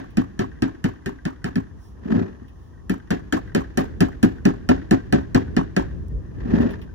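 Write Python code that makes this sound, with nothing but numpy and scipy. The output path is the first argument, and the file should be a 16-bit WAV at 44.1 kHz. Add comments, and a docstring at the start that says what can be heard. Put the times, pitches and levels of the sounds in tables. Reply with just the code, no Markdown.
"""Dressing a lead tube outdoors

In a yard, close to two microphone ports, a plastic mallet dresses the rim of a lead tube on a plywood bench.
Two quick runs of blows: each is a noise-burst click, a dead clack of damped modes, a gliding thud of the board,
a chatter of knocks from the tube's foot and a short noise tail from the yard.
After each run the tube is dragged round on the board, heard as coloured noise with jolts, ticks and clinks.
A light breeze, low coloured noise, rumbles on the microphone over a faint distant hush."""
import sys
import numpy as np
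from scipy import signal
from scipy.fft import rfft, irfft, next_fast_len
from scipy.io import wavfile

SR = 44100
rng = np.random.default_rng(int(sys.argv[2]) if len(sys.argv) > 2 else 0)


def unload_wav(signal):
    """Save mono or channel-first audio to the path in sys.argv[1] as 16-bit WAV at rate SR, clipped to [-1, 1]."""
    wavfile.write(
        sys.argv[1],
        SR,
        np.round(np.clip(np.atleast_2d(signal).T, -1, 1) * 32767).astype(np.int16),
    )


N = 306054
TIME = np.arange(N) / SR   # s, the whole scene
AGE = TIME[:SR // 2]       # s since a contact


def from_db(db):
    """Decibels to gain."""
    return 10 ** (np.asarray(db) / 20)


def rms_one(x):
    """Scale to rms 1."""
    return x / np.sqrt(np.mean(x ** 2) + 1e-20)


def fade(t60):
    """A decay that loses 60 dB in t60 seconds."""
    return np.exp(-np.log(1000) * AGE / t60)


def add(track, s, sound):
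    """Mix a sound into a track at time s; it may have begun before time zero."""
    start = round(s * SR)
    part = sound[..., max(-start, 0):track.shape[-1] - start]
    begin = max(start, 0)
    track[..., begin:begin + part.shape[-1]] += part


def colour(x, spectrum):
    """Causal (minimum-phase) filter with the given (Hz, dB) response."""
    size = 2 * next_fast_len(x.shape[-1] // 2 + 2048)
    hz, db = np.transpose(sorted(map(tuple, spectrum)))
    bins = np.maximum(np.fft.rfftfreq(size, 1 / SR), 1)
    gain = from_db(np.interp(np.log(bins), np.log(hz), db))
    # folding the cepstrum onto positive time gives minimum phase
    cepstrum = irfft(np.log(gain))
    cepstrum[1:size // 2] *= 2
    cepstrum[size // 2 + 1:] = 0
    response = np.exp(rfft(cepstrum))
    return irfft(rfft(x, size) * response)[..., :x.shape[-1]]


def drift(rate, size=N):
    """Slow chance of rms 1, through rate random points per second."""
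    knots = rng.standard_normal(4096)
    return rms_one(np.interp(TIME[:size] * rate, np.arange(len(knots)), knots))


def noise_pair(apart_db, size):
    """White noise at two close ports: shared in the bass, partly opposed higher up."""
    mid, side = rng.standard_normal((2, size))
    highpass = signal.butter(1, 700, "high", fs=SR, output="sos")
    side = signal.sosfilt(highpass, side)
    return rms_one(mid + from_db(apart_db) * side * np.array([[1], [-1]]))


def band(x, hz, skirt_db):
    """A broad resonance at hz, changed by skirt_db a quarter octave away."""
    octaves = np.array([-3, -.25, 0, .25, 1.5])
    skirts = skirt_db * np.sqrt(abs(octaves) / .25)
    return colour(x, zip(hz * 2 ** octaves, skirts))


# the breeze on the ports, colour before levelling: (f/Hz, level/dB per Hz)
BREEZE_COLOUR = [(12, -38), (25, -30), (50, -0.5), (70, -2), (110, -9.5), (150, -12.5), (260, -23.5),
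                 (400, -29.5), (600, -48.5), (1300, -90.5)]
# the breeze freshens, then eases: (t/s, rumble level/dB before gusts)
BREEZE_LEVEL = [(0, -42.5), (2.7, -42.5), (5.2, -33), (6.4, -30.5), (6.94, -34)]
# the distant hush, colour before levelling: (f/Hz, level/dB per Hz)
HUSH_COLOUR = [(150, 4), (380, 1), (480, -8.5), (700, -8), (1080, -5), (1350, -13.5), (1800, -30.5),
               (2150, -30.5), (3200, -24.5), (4300, -32.5), (6000, -25), (8500, -43), (10300, -33),
               (16000, -53)]
# brief faint hisses: (t/s of the peak, length/s from the peak to 1/e, level/dB, f/Hz)
SOFT_HISSES = [(1.855, 0.063, -64, 5550), (2.637, 0.097, -72, 3000), (6.084, 0.0022, -56, 7520)]


def outdoors():
    """Lumpy breeze on the ports over a distant hush, with a faint wavering band and a few soft hisses."""
    gusts = from_db(2.3 * drift(12))
    rumble_db = np.interp(TIME, *np.transpose(BREEZE_LEVEL))
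    ports = noise_pair(apart_db=13, size=N)
    breeze = rms_one(colour(ports, BREEZE_COLOUR)) * gusts * from_db(rumble_db)
    hush = from_db(-54.5) * rms_one(colour(noise_pair(apart_db=1, size=N), HUSH_COLOUR))
    waver_band = rms_one(band(noise_pair(apart_db=-8, size=N), 1790, skirt_db=-22))
    waver = from_db(-72 + 5 * drift(35)) * waver_band
    out = breeze + hush + waver
    for s, length, db, hz in SOFT_HISSES:
        swell = np.exp(-((TIME - s) / length) ** 2)
        hiss = rms_one(band(rng.standard_normal(N), hz, skirt_db=-5))
        out += from_db(db) * swell * hiss
    return out


# the tube is dragged round: (t/s of greatest speed, level/dB of that speed, speeding up/s, slowing down/s)
DRAG_MOVES = [(2.148, -16.5, 0.05, 0.084), (6.595, -13.5, 0.087, 0.093)]


def drag_speed():
    """Each drag gathers speed, peaks and comes to rest."""
    steepness = 2.85   # how sharply a drag starts and stops
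    speed = np.zeros(N)
    for s, db, rise, fall in DRAG_MOVES:
        away = np.maximum((s - TIME) / rise, (TIME - s) / fall)
        speed += from_db(db) / (1 + away ** steepness)
    return speed


def rub(spectrum, level_db, uneven_db):
    """Friction noise of the given colour, its strength wavering by uneven_db."""
    slips = noise_pair(apart_db=0.5, size=N) * from_db(uneven_db * drift(160))
    return from_db(level_db) * rms_one(colour(slips, spectrum))


# the foot juddering on plywood, colour before levelling: (f/Hz, level/dB)
JUDDER_COLOUR = [(35, -26.5), (60, -11), (113, -2.5), (139, -28), (171, -6), (205, -3.5), (246, -4),
                 (322, -10), (396, -7), (493, -19), (584, -19), (962, -37), (1100, -34), (1430, -62),
                 (2420, -120)]
# grit under the foot, also in the late rattles: (f/Hz, level/dB)
GRIT_COLOUR = [(530, -26), (900, -4), (1470, -8.5), (1750, 0), (2250, -20.5), (2420, -15), (4150, -25),
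               (4570, -25.5), (6180, -29.5), (7400, -36), (8350, -68), (10100, -37), (12400, -59.5),
               (13500, -41), (16000, -56)]


def sliding():
    """The foot of the tube judders over the plywood, rubbing on grit; both grow with its speed."""
    speed = drag_speed()
    judder = speed * rub(JUDDER_COLOUR, level_db=-6, uneven_db=0.0)
    # the lower power makes grit swell more gently than judder
    grit = speed ** .8 * rub(GRIT_COLOUR, level_db=-25.5, uneven_db=3.5)
    return judder + grit


def ring(modes, scatter_db, detune, swell_cycles):
    """Every contact lands elsewhere, so modes shift in strength and pitch, the high ones most in pitch."""
    hz, db, t60 = np.transpose(modes)[:, :, None]
    strength, shift, phase = rng.standard_normal((3, len(hz), 1))
    spread = detune + .06 * np.clip(hz / 2000 - 1, 0, 1)
    swell = 1 - np.exp(-(AGE * hz / swell_cycles) ** 2)   # low modes take longer to get going
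    waves = np.sin(2 * np.pi * (hz * (1 + spread * shift) * AGE + phase))
    gain = from_db(db + scatter_db * strength)
    return np.sum(gain * swell * fade(t60) * waves, axis=0)


def thud(hz, ring_db, level_db, peak_s, free_hz, release_s, t60):
    """Tube and board heave low under the load of a contact, then ring towards free_hz once released."""
    released = 1 - np.exp(-(AGE / release_s) ** 4)
    pitch = hz + (free_hz - hz) * released
    heave = (AGE / peak_s) ** 2 * np.exp(2 - 2 * AGE / peak_s)
    after = from_db(ring_db) * released * fade(t60)
    return from_db(level_db) * (heave + after) * np.sin(2 * np.pi * np.cumsum(pitch) / SR)


# modes of a soft clink, before scatter: (f/Hz, level/dB, t60/s)
CLINK_MODES = [(1552, -7, 0.078), (1600, -16, 0.076), (1891, -4.5, 0.05), (1880, -15.5, 0.02)]


def clinks(count):
    """The mallet shifts in the hand: random light touches, dealt among spots that each ring differently."""
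    per_s, loudest_db, range_db = 14, -47, 10   # levels of the touch, before its modes
    out = np.zeros(N)
    for _ in range(count):
        touched = rng.random(N) < per_s / count / SR
        touches = touched * from_db(loudest_db - range_db * rng.random(N))
        spot = ring(CLINK_MODES, scatter_db=5.5, detune=0.015, swell_cycles=6.7)
        out += signal.fftconvolve(touches, spot)[:N]
    return out


def settling(grain_db, grain_t60, count):
    """Loose bits settle after each blow: late, faint rattles, each a gritty tick with a clink in it."""
    level_db, from_s, span_s = -41.5, .06, 0.16   # upper level at 0 dB force, earliest delay, spread of delays
    out = np.zeros(N)
    for s, force_db, *_ in MALLET_BLOWS:
        for when, size in rng.random((count, 2)):
            burst = rng.standard_normal(len(AGE)) * fade(grain_t60)
            grain = from_db(grain_db) * colour(burst, GRIT_COLOUR)
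            clink = ring(CLINK_MODES, scatter_db=4, detune=0.029, swell_cycles=3.4)
            gain = from_db(level_db + force_db / 2) * size
            add(out, s + from_s + when * span_s, gain * (grain + clink))
    return out


# the tube catches and jolts on the board as it is turned: (t/s, relative level/dB)
TURNING_JOLTS = [(2.055, -23.5), (2.105, -16.5), (2.123, -13), (2.156, -12.5), (2.177, -15), (2.213, -15),
                 (2.417, -34.5), (6.454, -22), (6.492, -22), (6.535, -9), (6.601, -8), (6.652, -14)]
# the clearest ticks of grit and of glove on the rim: (t/s, relative level/dB, f/Hz)
RIM_TICKS = [(0.104, -49, 2650), (2.06, -53, 2840), (2.1266, -49, 2500), (2.481, -50.5, 2600),
             (4.13, -60, 2730), (6.607, -37, 2700), (6.7058, -37.5, 2600), (6.8159, -42.5, 2700)]


def handling():
    """Jolts are soft contacts that shake mainly the low modes; light touches clink or tick."""
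    out = clinks(count=6) + settling(grain_db=13, grain_t60=0.045, count=3)
    soft = [(700, 0), (1800, -6), (4000, -30)]   # (Hz, dB)
    for s, db in TURNING_JOLTS:
        tube = colour(ring(TUBE_MODES, scatter_db=2.0, detune=.04, swell_cycles=.8), soft)
        board = thud(228.8, ring_db=-4.5, level_db=-5.5, peak_s=0.0046, free_hz=262.8,
                     release_s=0.018, t60=0.14)
        add(out, s, from_db(db + 8.5) * (from_db(-6.0) * tube + board))
    for s, db, hz in RIM_TICKS:
        burst = rng.standard_normal(len(AGE)) * fade(0.11)
        add(out, s, from_db(db + 10.5) * band(burst, hz, skirt_db=-10.5))
    return out


# tail of rattle and yard: (f/Hz, level/dB per Hz)
WASH_COLOUR = [(60, -5), (150, 3.5), (300, 8), (550, -11), (900, -17.5), (1300, -20), (1700, -11),
               (2150, -25), (2700, -26.5), (4000, -32.5), (7200, -41), (8600, -55.5), (13800, -53),
               (16000, -58)]


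def wash(t60, yard_db, yard_t60, rise, uneven_db):
    """Dense, quickly damped rattling of tube and bench, then the uneven tail of the yard."""
    near = noise_pair(apart_db=0.5, size=len(AGE)) * fade(t60)
    far = noise_pair(apart_db=0, size=len(AGE)) * fade(yard_t60) * from_db(yard_db)
    lumps = from_db(uneven_db * drift(108.1, size=len(AGE)))
    onset = 1 - np.exp(-AGE / rise)
    return colour((near + far) * lumps * onset, WASH_COLOUR)


def chatter(level_db, span_s, fall_db, count):
    """The foot of the tube hops on the board: a few uneven knocks, tending weaker, after a blow."""
    foot = [(200, -19), (750, 18), (1100, 18.5), (1700, -8), (2300, -14), (4000, -26.0),
            (7200, -11), (9000, -24)]   # (Hz, dB)
    knocks = np.zeros(len(AGE))
    for when, size in rng.random((count, 2)):
        grain = rng.standard_normal(len(AGE)) * fade(0.036)
        grain /= np.linalg.norm(grain)
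        add(knocks, (.15 + when) * span_s, from_db(level_db + fall_db * when) * size * grain)
    return colour(knocks, foot)


# plastic on lead: (f/Hz, level/dB per Hz)
CLICK_COLOUR = [(200, 3), (900, -1.5), (1600, 13), (2100, 2.5), (3000, -16), (4200, 6.5), (6500, -1.5),
                (7600, 5.5), (8800, -14), (10300, -7.5), (11400, -9), (12400, -6.5), (14500, -13),
                (16000, -47)]


def click(crunch_db, t60, contact_s):
    """Hard plastic presses into the metal for a millisecond or two, with a brief crunch as the lead yields."""
    slap = (AGE / contact_s) ** 2 * np.exp(2 - 2 * AGE / contact_s)
    crunch = from_db(crunch_db) * (1 - np.exp(-(AGE / contact_s) ** 2)) * fade(t60)
    contact = (slap + crunch) * rng.standard_normal(len(AGE))
    return colour(contact / np.linalg.norm(contact), CLICK_COLOUR)


# blows: (t/s, force level/dB before growth, thud weight level/dB, contact sizzle level/dB, loaded thud f/Hz)
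MALLET_BLOWS = [(-.05, 0, -4, -2, 225), (0.1702, -2.5, 4, -0.5, 212.3), (0.391, -2, 1, -2.5, 201),
                (.621, -0.5, 0, -4, 248.4), (.841, -3, -.5, 0, 183), (1.059, -6.5, -1.5, 1, 164),
                (1.252, -6.5, -1.5, -3, 171.4), (1.442, -5.5, -3, -2, 177.6), (1.5555, -9, 4, -1, 231),
                (2.895, -5, .5, 3, 189), (3.1047, 0, -3.5, 0, 190), (3.324, 1.5, -5, 1.5, 256.4),
                (3.548, 3, -3, 1, 206), (3.7729, 2.5, -0.5, 4, 236), (4.005, 3, 0, 3.5, 188.2),
                (4.228, 2, 2.5, 4.5, 216), (4.4522, 2.5, 3, -1.5, 212), (4.689, 5, 1, -4.5, 227.5),
                (4.909, 3, 1.5, 0, 205), (5.1245, 4, 0.5, -2.5, 196.5), (5.346, 4, 0.5, -3.5, 239.7),
                (5.565, 1.35, 0, -6.5, 236), (5.764, 2.5, -4, -1, 176)]
# where click, thud, knock, clack and sizzle lie: f/Hz
BLOW_BANDS = [5500, 220, 550, 1600, 12000]
# harder blows bring out the knock most: level/dB per dB of force, for each of those bands
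FORCE_GROWTH = [0.95, 0.76, 1.4, 0.79, 0.75]
# the tube on its board, before scatter and the blow's tone: (f/Hz, level/dB, t60/s)
TUBE_MODES = [(108.1, -21, 0.22), (176.8, -9.5, 0.12), (246, -24.5, 0.14), (315.7, -19, 0.16),
              (392.7, -19.5, 0.19), (436, -26, 0.036), (572.5, -26, 0.16), (727.7, -23, .18),
              (790, -49, 0.043), (1316, -32, 0.087), (1548, -40, 0.24), (1661, -20, 0.02),
              (1787, -26.5, 0.069), (2564, -27, 0.057), (3016, -27.5, 0.024), (3030, -46, 0.2)]


def mallet():
    """Force sets the level and colour of each blow; aim adds weight to the thud or sizzle to the contact."""
    out = np.zeros((2, N))
    for s, force_db, weight_db, sizzle_db, hz in MALLET_BLOWS:
        accent = force_db * np.array(FORCE_GROWTH) + [0, weight_db, 0, 0, sizzle_db]
        tone = list(zip(BLOW_BANDS, accent))
        snap = from_db(-3.5) * click(crunch_db=-5, t60=0.075, contact_s=0.00105)
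        tube = ring(TUBE_MODES, scatter_db=3.0, detune=.015, swell_cycles=2.74)
        after_ring_db = 3.04 + 0.32 * force_db   # the board rings on
        board = thud(hz, after_ring_db, level_db=-11, peak_s=0.0075, free_hz=265.4,
                     release_s=0.0231, t60=0.17)
        hops = chatter(level_db=0, span_s=0.084, fall_db=-19, count=5)
        tail = from_db(3.5) * wash(t60=0.17, yard_db=-24.0, yard_t60=0.87, rise=0.0073, uneven_db=1.5)
        add(out, s, colour(snap + tube + board + hops + tail, tone))
    return out


# lead of the left microphone port, negative where it lags: (f/Hz, phase/rad)
PORT_LEAD = [(0, 0), (250, -1.5), (420, -2.1), (600, -2.8), (1050, -3.9), (1400, -6), (2100, -7),
             (2300, -8.8), (2900, -10.6), (3500, -12.4), (3900, -14.9), (4800, -16.2), (5500, -17.9),
             (6500, -20.8), (8200, -22), (10200, -25.2), (14500, -31.5), (16000, -32)]
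# left port over right: (f/Hz, level/dB)
PORT_LEAN = [(60, -0.5), (110, 2), (200, 0.5), (380, 2.7), (700, -5.5), (1290, 2.3), (2380, 0.7),
             (4400, -1.3), (8120, -1.0), (15000, 1)]


def scene():
    """All sources, reaching the right port a little before the left."""
    size = next_fast_len(N + SR // 2)
    bins = np.fft.rfftfreq(size, 1 / SR)
    left, right = rfft(outdoors() + sliding() + handling() + mallet(), size)
    phase = np.interp(bins, *np.transpose(PORT_LEAD))
    lean = from_db(np.interp(bins, *np.transpose(PORT_LEAN)) / 2)   # half to each port
    ports = np.array([left * lean * np.exp(1j * phase), right / lean])
    return irfft(ports, size)[:, :N]


def record(dry):
    """The highest peaks are rounded and the top is cut."""
    rounded = dry / (1 + dry ** 6) ** (1 / 6)
    lowpass = signal.ellip(10, .1, 80, 16300, fs=SR, output="sos")   # cutoff in Hz
    return signal.sosfilt(lowpass, rounded)


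dry = scene()
out = record(dry)
unload_wav(out)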